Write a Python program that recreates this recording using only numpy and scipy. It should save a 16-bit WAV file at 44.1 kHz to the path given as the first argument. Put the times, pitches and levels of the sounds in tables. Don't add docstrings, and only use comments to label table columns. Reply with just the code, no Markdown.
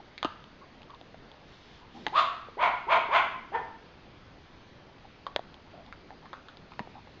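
import sys
import numpy as np
from scipy import signal
from scipy.io import wavfile
from scipy.ndimage import uniform_filter1d

SR = 44100
rng = np.random.default_rng(int(sys.argv[2]) if len(sys.argv) > 2 else 0)


def wav_record(signal):
    frames = np.transpose(np.atleast_2d(signal))
    bounded = np.clip(frames, -1, 1)
    quanta = np.round(bounded * 32767).astype(np.int16)
    wavfile.write(sys.argv[1], SR, quanta)


def invert_db(level):
    return 10 ** (np.asarray(level, dtype=float) / 20)


N = 317520


def evened(x):
    return x / np.sqrt(np.mean(x ** 2) + 1e-20)


def read(points, hz):
    f, value = np.transpose(points)
    return np.interp(np.log(hz + 1), np.log(f + 1), value)


def add(mix, start_s, sound):
    part = mix[max(round(start_s * SR), 0):][:len(sound)]
    part += sound[:len(part)]


def resonate(x, hz, width_hz):
    turn = np.exp(2j * np.pi * np.cumsum(hz * np.ones(len(x))) / SR)
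    r = np.exp(-np.pi * width_hz / SR)
    return 2 * (turn * signal.lfilter([1 - r], [1, -r], x / turn + 1e-18)).real


# frequency in Hz, relative density in dB per Hz.
HUSH_SPECTRUM = [(20, -0.5), (60, -4), (125, -2), (300, -4.5), (800, -10.5), (2000, -15), (4000, -19.5),
                 (6500, -23), (7500, -34.5), (9000, -62.5)]


def hush():
    level_db, patch_db = -56, 1.2
    frames, hz = N // 256 + 5, np.fft.rfftfreq(1024, 1 / SR)
    a, b, patches = rng.standard_normal((frames, 513, 3)).T
    patches = uniform_filter1d(patches, size=10, axis=0)
    patches = evened(uniform_filter1d(patches, size=20, axis=1))
    z = (a + 1j * b) * invert_db(read(HUSH_SPECTRUM, hz)[:, None] + patch_db * patches)
    noise = signal.istft(z, nperseg=1024, noverlap=768)[1][:N]
    return invert_db(level_db) * evened(noise)


def smack(level_db, hollow_hz, length_s, chance):
    wet = resonate(resonate(chance, hollow_hz, 130), hollow_hz, 320)[:round(length_s * SR)]
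    u = np.linspace(0, 1, len(wet))
    swell = np.minimum(u / 0.12, 1) * np.sqrt(1 - u) * 1.42
    return invert_db(level_db) * evened(wet) * swell


# start in seconds, approximate rms in dB, hollow in Hz, length in seconds.
SMACK_EVENTS = [(0, -47.5, 790, 0.008), (0.612, -55.5, 1070, .04), (.895, -53.5, 1110, 0.031),
                (0.931, -54.5, 1020, 0.035), (1.807, -59.5, 930, 0.058), (1.941, -53, 240, 0.16),
                (1.944, -56, 793, 0.085), (5.044, -52, 820, 0.017), (5.727, -54.5, 650, .11),
                (5.87, -59.5, 870, 0.031), (6.105, -57.5, 784, 0.05), (6.221, -60, 860, 0.053),
                (6.332, -61, 1450, 0.092), (6.821, -61, 890, 0.024), (6.951, -51.5, 820, 0.048)]


def smacks():
    out = np.zeros(N)
    for (start_s, *row), chance in zip(SMACK_EVENTS, rng.standard_normal((len(SMACK_EVENTS), 8000))):
        add(out, start_s, smack(*row, chance))
    return out


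# centre in Hz, width in Hz, relative level in dB.
NOSE_RESONANCES = [(2180, 1300, -4.5), (3500, 1100, 3.5), (5200, 520, -0.5)]
# start in seconds, length in seconds, rms between fades in dB.
SNIFF_EVENTS = [(0, 0.12, -74), (1.427, .44, -62), (1.887, 0.42, -59), (6.613, 0.7, -70)]


def sniffs():
    fade_share = 0.4
    air, flow = rng.standard_normal(N), np.zeros(N)
    air = evened(sum(invert_db(db) * resonate(air, hz, width_hz) for hz, width_hz, db in NOSE_RESONANCES))
    for start_s, length_s, level_db in SNIFF_EVENTS:
        add(flow, start_s, invert_db(level_db) * signal.windows.tukey(round(length_s * SR), fade_share))
    return air * flow


# frequency in Hz, level in dB ahead of the hardness, t60 in seconds.
ENAMEL_RINGS = [(3600, -10, 0.006), (4100, -4, 0.0016), (6240, -12.5, 0.0038)]


def crack(peak_db, hollow_hz, tick_hz, tick_db, crunch_db, chance):
    t = np.arange(len(chance)) / SR
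    tick = np.sin(2 * np.pi * tick_hz * t) * invert_db(-60 * t / 0.0039) * (1 - np.exp(-t / 0.00018))
    hard_db = 7.8 * np.log2(tick_hz / 3500)
    for hz, level_db, t60_s in ENAMEL_RINGS:
        tick += invert_db(hard_db + level_db - 60 * t / t60_s) * np.sin(2 * np.pi * hz * t)

    hollow_t60_s = min(0.035, 10 / hollow_hz)
    ring = np.sin(2 * np.pi * hollow_hz * t) * invert_db(-60 * t / hollow_t60_s) * (1 - np.exp(-t / 0.000079))
    ring = signal.lfilter(*signal.butter(2, hollow_hz * 0.47, "high", fs=SR), ring)

    ring = invert_db(peak_db) * ring / abs(ring).max()
    tick = invert_db(peak_db + tick_db) * tick / abs(tick).max()
    splinters = (abs(chance) > 2) * chance * invert_db(-60 * t / 0.062)
    splinters /= np.linalg.norm(splinters)
    muffled = ring + invert_db(-6) * tick
    return ring + tick, invert_db(crunch_db) * signal.fftconvolve(muffled, splinters)


# start in seconds, hollow peak in dB, mouth hollow in Hz, tick in Hz,
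# tick over hollow in dB, crunch of the splinters in dB.
CRACK_EVENTS = [(0.179, -37.5, 2290, 3930, 8.5, 2.5), (0.229, -23, 1250, 3320, 2.5, 0.5),
                (0.247, -23, 1256, 2930, 3, 4.5), (0.9044, -45, 1060, 3320, 4, -10),
                (1.0127, -42.5, 720, 3500, 3.5, -9), (1.144, -41, 675, 1290, -5, -4.5),
                (2.066, -25.5, 886, 1830, 7.5, 2), (5.2666, -25.5, 1056, 3300, -4, -2.5),
                (5.362, -22.5, 606, 3410, 9, -19), (5.393, -27.5, 700, 3500, -11.5, -25),
                (5.9257, -36.5, 1400, 2080, 3, -1), (6.1054, -42.5, 814, 1720, -1, -1),
                (6.2572, -41.5, 1080, 1700, 0, 1), (6.3311, -28.5, 1200, 3600, -6.5, 1),
                (6.485, -46, 1480, 3400, 8, 7.5), (6.7192, -47.5, 1160, 2420, 4, 6.5),
                (6.7932, -24.5, 930, 1790, 0.5, -4.5), (7.073, -46, 910, 1740, -3, -2)]
# start in seconds, tick peak in dB, tick in Hz.
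TICK_EVENTS = [(0.2287, -22.5, 2230), (0.4409, -38.5, 3100), (0.819, -39.5, 2680), (0.831, -39.5, 3300),
               (0.947, -42, 3740), (1.316, -39, 3460), (2.0665, -20, 3160), (2.0828, -29.5, 2980),
               (5.3622, -19.5, 1700), (5.5427, -37, 3260), (5.8633, -43, 3720), (6.5712, -36.5, 4280),
               (6.736, -41, 2630), (6.7936, -29, 2730)]
# start in seconds, peak in dB, frequency in Hz.
KNOCK_EVENTS = [(0.2475, -24.5, 650), (0.249, -27.5, 305), (2.0737, -35, 315), (2.4856, -37.5, 508),
                (6.8033, -34.5, 213), (6.8734, -38.5, 716)]


def bone_blows():
    tick_hollow_hz, tick_over_db, tick_crunch_db = 910, 12.5, -4.5
    overtone_ratio, overtone_db, knock_crunch_db = 3.1, -24.5, -11
    ticks = [(s, db - tick_over_db, tick_hollow_hz, hz, tick_over_db, tick_crunch_db)
             for s, db, hz in TICK_EVENTS]
    knocks = [(s, db, hz, hz * overtone_ratio, overtone_db, knock_crunch_db) for s, db, hz in KNOCK_EVENTS]
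    events = CRACK_EVENTS + ticks + knocks
    out, crunch = np.zeros(N), np.zeros(N)
    for (start_s, *row), chance in zip(events, rng.standard_normal((len(events), 4000))):
        blow, splinters = crack(*row, chance)
        add(out, start_s, blow)
        add(crunch, start_s, splinters)
    return out, crunch


# frequency in Hz, t60 in seconds.
ROOM_DECAY = [(250, 0.83), (700, 0.48), (1700, 0.66), (4500, 0.54)]


def room(x, delay_s):
    taps = np.zeros(SR)
    at = np.arange(0, SR - 20, 20) + rng.integers(0, 20, SR // 20 - 1)
    taps[at] = rng.choice([-1., 1.], len(at))
    hz, t, z = signal.stft(taps, SR, nperseg=256)
    decay = invert_db(-60 * t / read(ROOM_DECAY, hz)[:, None])
    tail = signal.istft(z * decay, SR, nperseg=256)[1]
    tail = np.concatenate([np.zeros(round(delay_s * SR)), tail])
    return signal.fftconvolve(x, tail / np.linalg.norm(tail))[:N]


def gesture(rise_s, hold_s, peak_db, top_hz, widest):
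    release_s, start_db, sag_db, end_db, bend = 0.039, -27, -4, -23, 1.6
    first_hz, climb_power, droop_share = 285, 1.6, 0.21
    shut_share, opening_share, closing_share = 0.32, 0.21, 0.075
    rough_start, rough_end = 0.35, 0.65
    t = np.arange(0, rise_s + hold_s + release_s, 1 / SR)
    rise = np.clip(t / rise_s, 0, 1)
    hold = np.clip((t - rise_s) / hold_s, 0, 1)
    release = np.clip((t - rise_s - hold_s) / release_s, 0, 1)

    effort_db = peak_db + start_db * (1 - rise) ** bend + sag_db * hold + end_db * release
    climb_hz = top_hz - (top_hz - first_hz) * (1 - rise) ** climb_power
    hz = climb_hz * (1 - droop_share * release)
    mouth = widest * (1 - (1 - shut_share) * np.exp(-t / rise_s / opening_share))
    mouth = mouth * (1 - closing_share * (hold + release))
    rough = rough_start + (rough_end - rough_start) * t / t[-1]
    return effort_db, hz, rough, mouth


# centre in Hz ahead of the mouth factor, first-pass width in Hz,
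# level in dB ahead of the rasp tilt.
THROAT_RESONANCES = [(686, 506, -12.5), (1020, 150, 10), (1493, 375, -6.5), (2415, 840, -15),
                     (3380, 650, -14), (4280, 900, -25), (6850, 1700, -31.5)]


def bark(row, tongue, chance):
    effort_db, hz, rough, mouth = gesture(*row)
    jitter, noise = chance[:, :len(hz)]
    turns = np.cumsum(hz * (1 + 1.5 * rough * uniform_filter1d(jitter, size=100))) / SR
    folds = sum(invert_db(-2.5 * k) * np.cos(2 * np.pi * k * turns) for k in range(1, 12))
    folds *= 1 + 0.5 * rough * np.cos(np.pi * turns)
    puffs = (0.51 + np.exp(-(turns % 1) / 0.31)) * noise
    drive = (1 - rough) * evened(folds) + 2.97 * rough * evened(puffs)

    rasp_db_per_octave = 25 * (mouth - 0.97)
    voice = 0
    for k, (f, width_hz, db) in enumerate(THROAT_RESONANCES + [tongue]):
        gape = mouth if k < 3 else mouth ** 0.48
        gain = (-1) ** k * invert_db(db + rasp_db_per_octave * np.log2(f / THROAT_RESONANCES[1][0]))
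        voice = voice + gain * resonate(resonate(drive, f * gape, width_hz), f * gape, 2 * width_hz)

    chest_db = -14 - 17.5 * np.log2(hz.max() / 680)
    voice = voice + invert_db(chest_db) * (1 - rough) * hz / hz.max() * np.sin(2 * np.pi * turns)
    effort = invert_db(effort_db)
    return evened(effort * voice) * np.sqrt(np.mean(effort ** 2)) * signal.windows.tukey(len(hz), 0.05)


# start in seconds, rise in seconds, hold in seconds, effort peak in dB, top pitch in Hz,
# widest mouth as a factor on the throat (approached, not quite reached).
BARK_EVENTS = [(2.12, 0.063, 0.038, -21.5, 655.6, 1.14), (2.568, 0.066, 0.046, -22.5, 698, 0.99),
               (2.866, 0.062, 0.047, -21, 671.6, 1.005), (3.086, .075, 0.038, -20.5, 682.7, 1.029),
               (3.513, 0.045, 0.015, -28, 462.6, 0.917)]
TONGUE_RESONANCES = [(1660, 570, -17.5), (2270, 230, -1), (2286, 270, -4), (2264, 450, -6.5),
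                     (1970, 350, -0.5)]


def barking():
    far = np.zeros(N)
    chances = rng.standard_normal((len(BARK_EVENTS), 2, SR // 4))
    for (start_s, *row), tongue, chance in zip(BARK_EVENTS, TONGUE_RESONANCES, chances):
        dog = np.zeros(N)
        add(dog, start_s, bark(row, tongue, chance))
        far += invert_db(-1) * dog + invert_db(-4) * room(dog, 0.012)
    return far


def scene():
    blows, crunch = bone_blows()
    near = blows + smacks() + sniffs()
    echo = room(invert_db(-41) * near + invert_db(-8.5) * crunch, 0.011)
    return (near + crunch + echo + barking() + hush())[None]


# frequency in Hz, gain in dB.
MICROPHONE_RESPONSE = [(20, 3.5), (3600, 2), (4600, 1), (5250, -2.5), (5550, -10), (5850, -5),
                       (6800, -11.5), (7300, -14), (7650, -23), (7900, -54.5), (9000, -83.5)]


def microphone(x):
    log_gain = np.log(invert_db(read(MICROPHONE_RESPONSE, abs(np.fft.fftfreq(4096, 1 / SR)))))
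    taps = np.fft.ifft(np.exp(np.conj(signal.hilbert(log_gain)))).real[:2048]
    return signal.oaconvolve(x, taps)[:len(x)]


def mirrored(x):
    mirror_hz, depth_db = 11025, -58
    return x * (1 + invert_db(depth_db) * np.cos(2 * np.pi * mirror_hz * np.arange(N) / SR))


def roll_off(x):
    return signal.sosfilt(signal.butter(12, 14400, fs=SR, output="sos"), x)


def record(dry):
    mix = mirrored(microphone(dry[0]))[None]
    return roll_off(mix)


dry = scene()
out = record(dry)
wav_record(out)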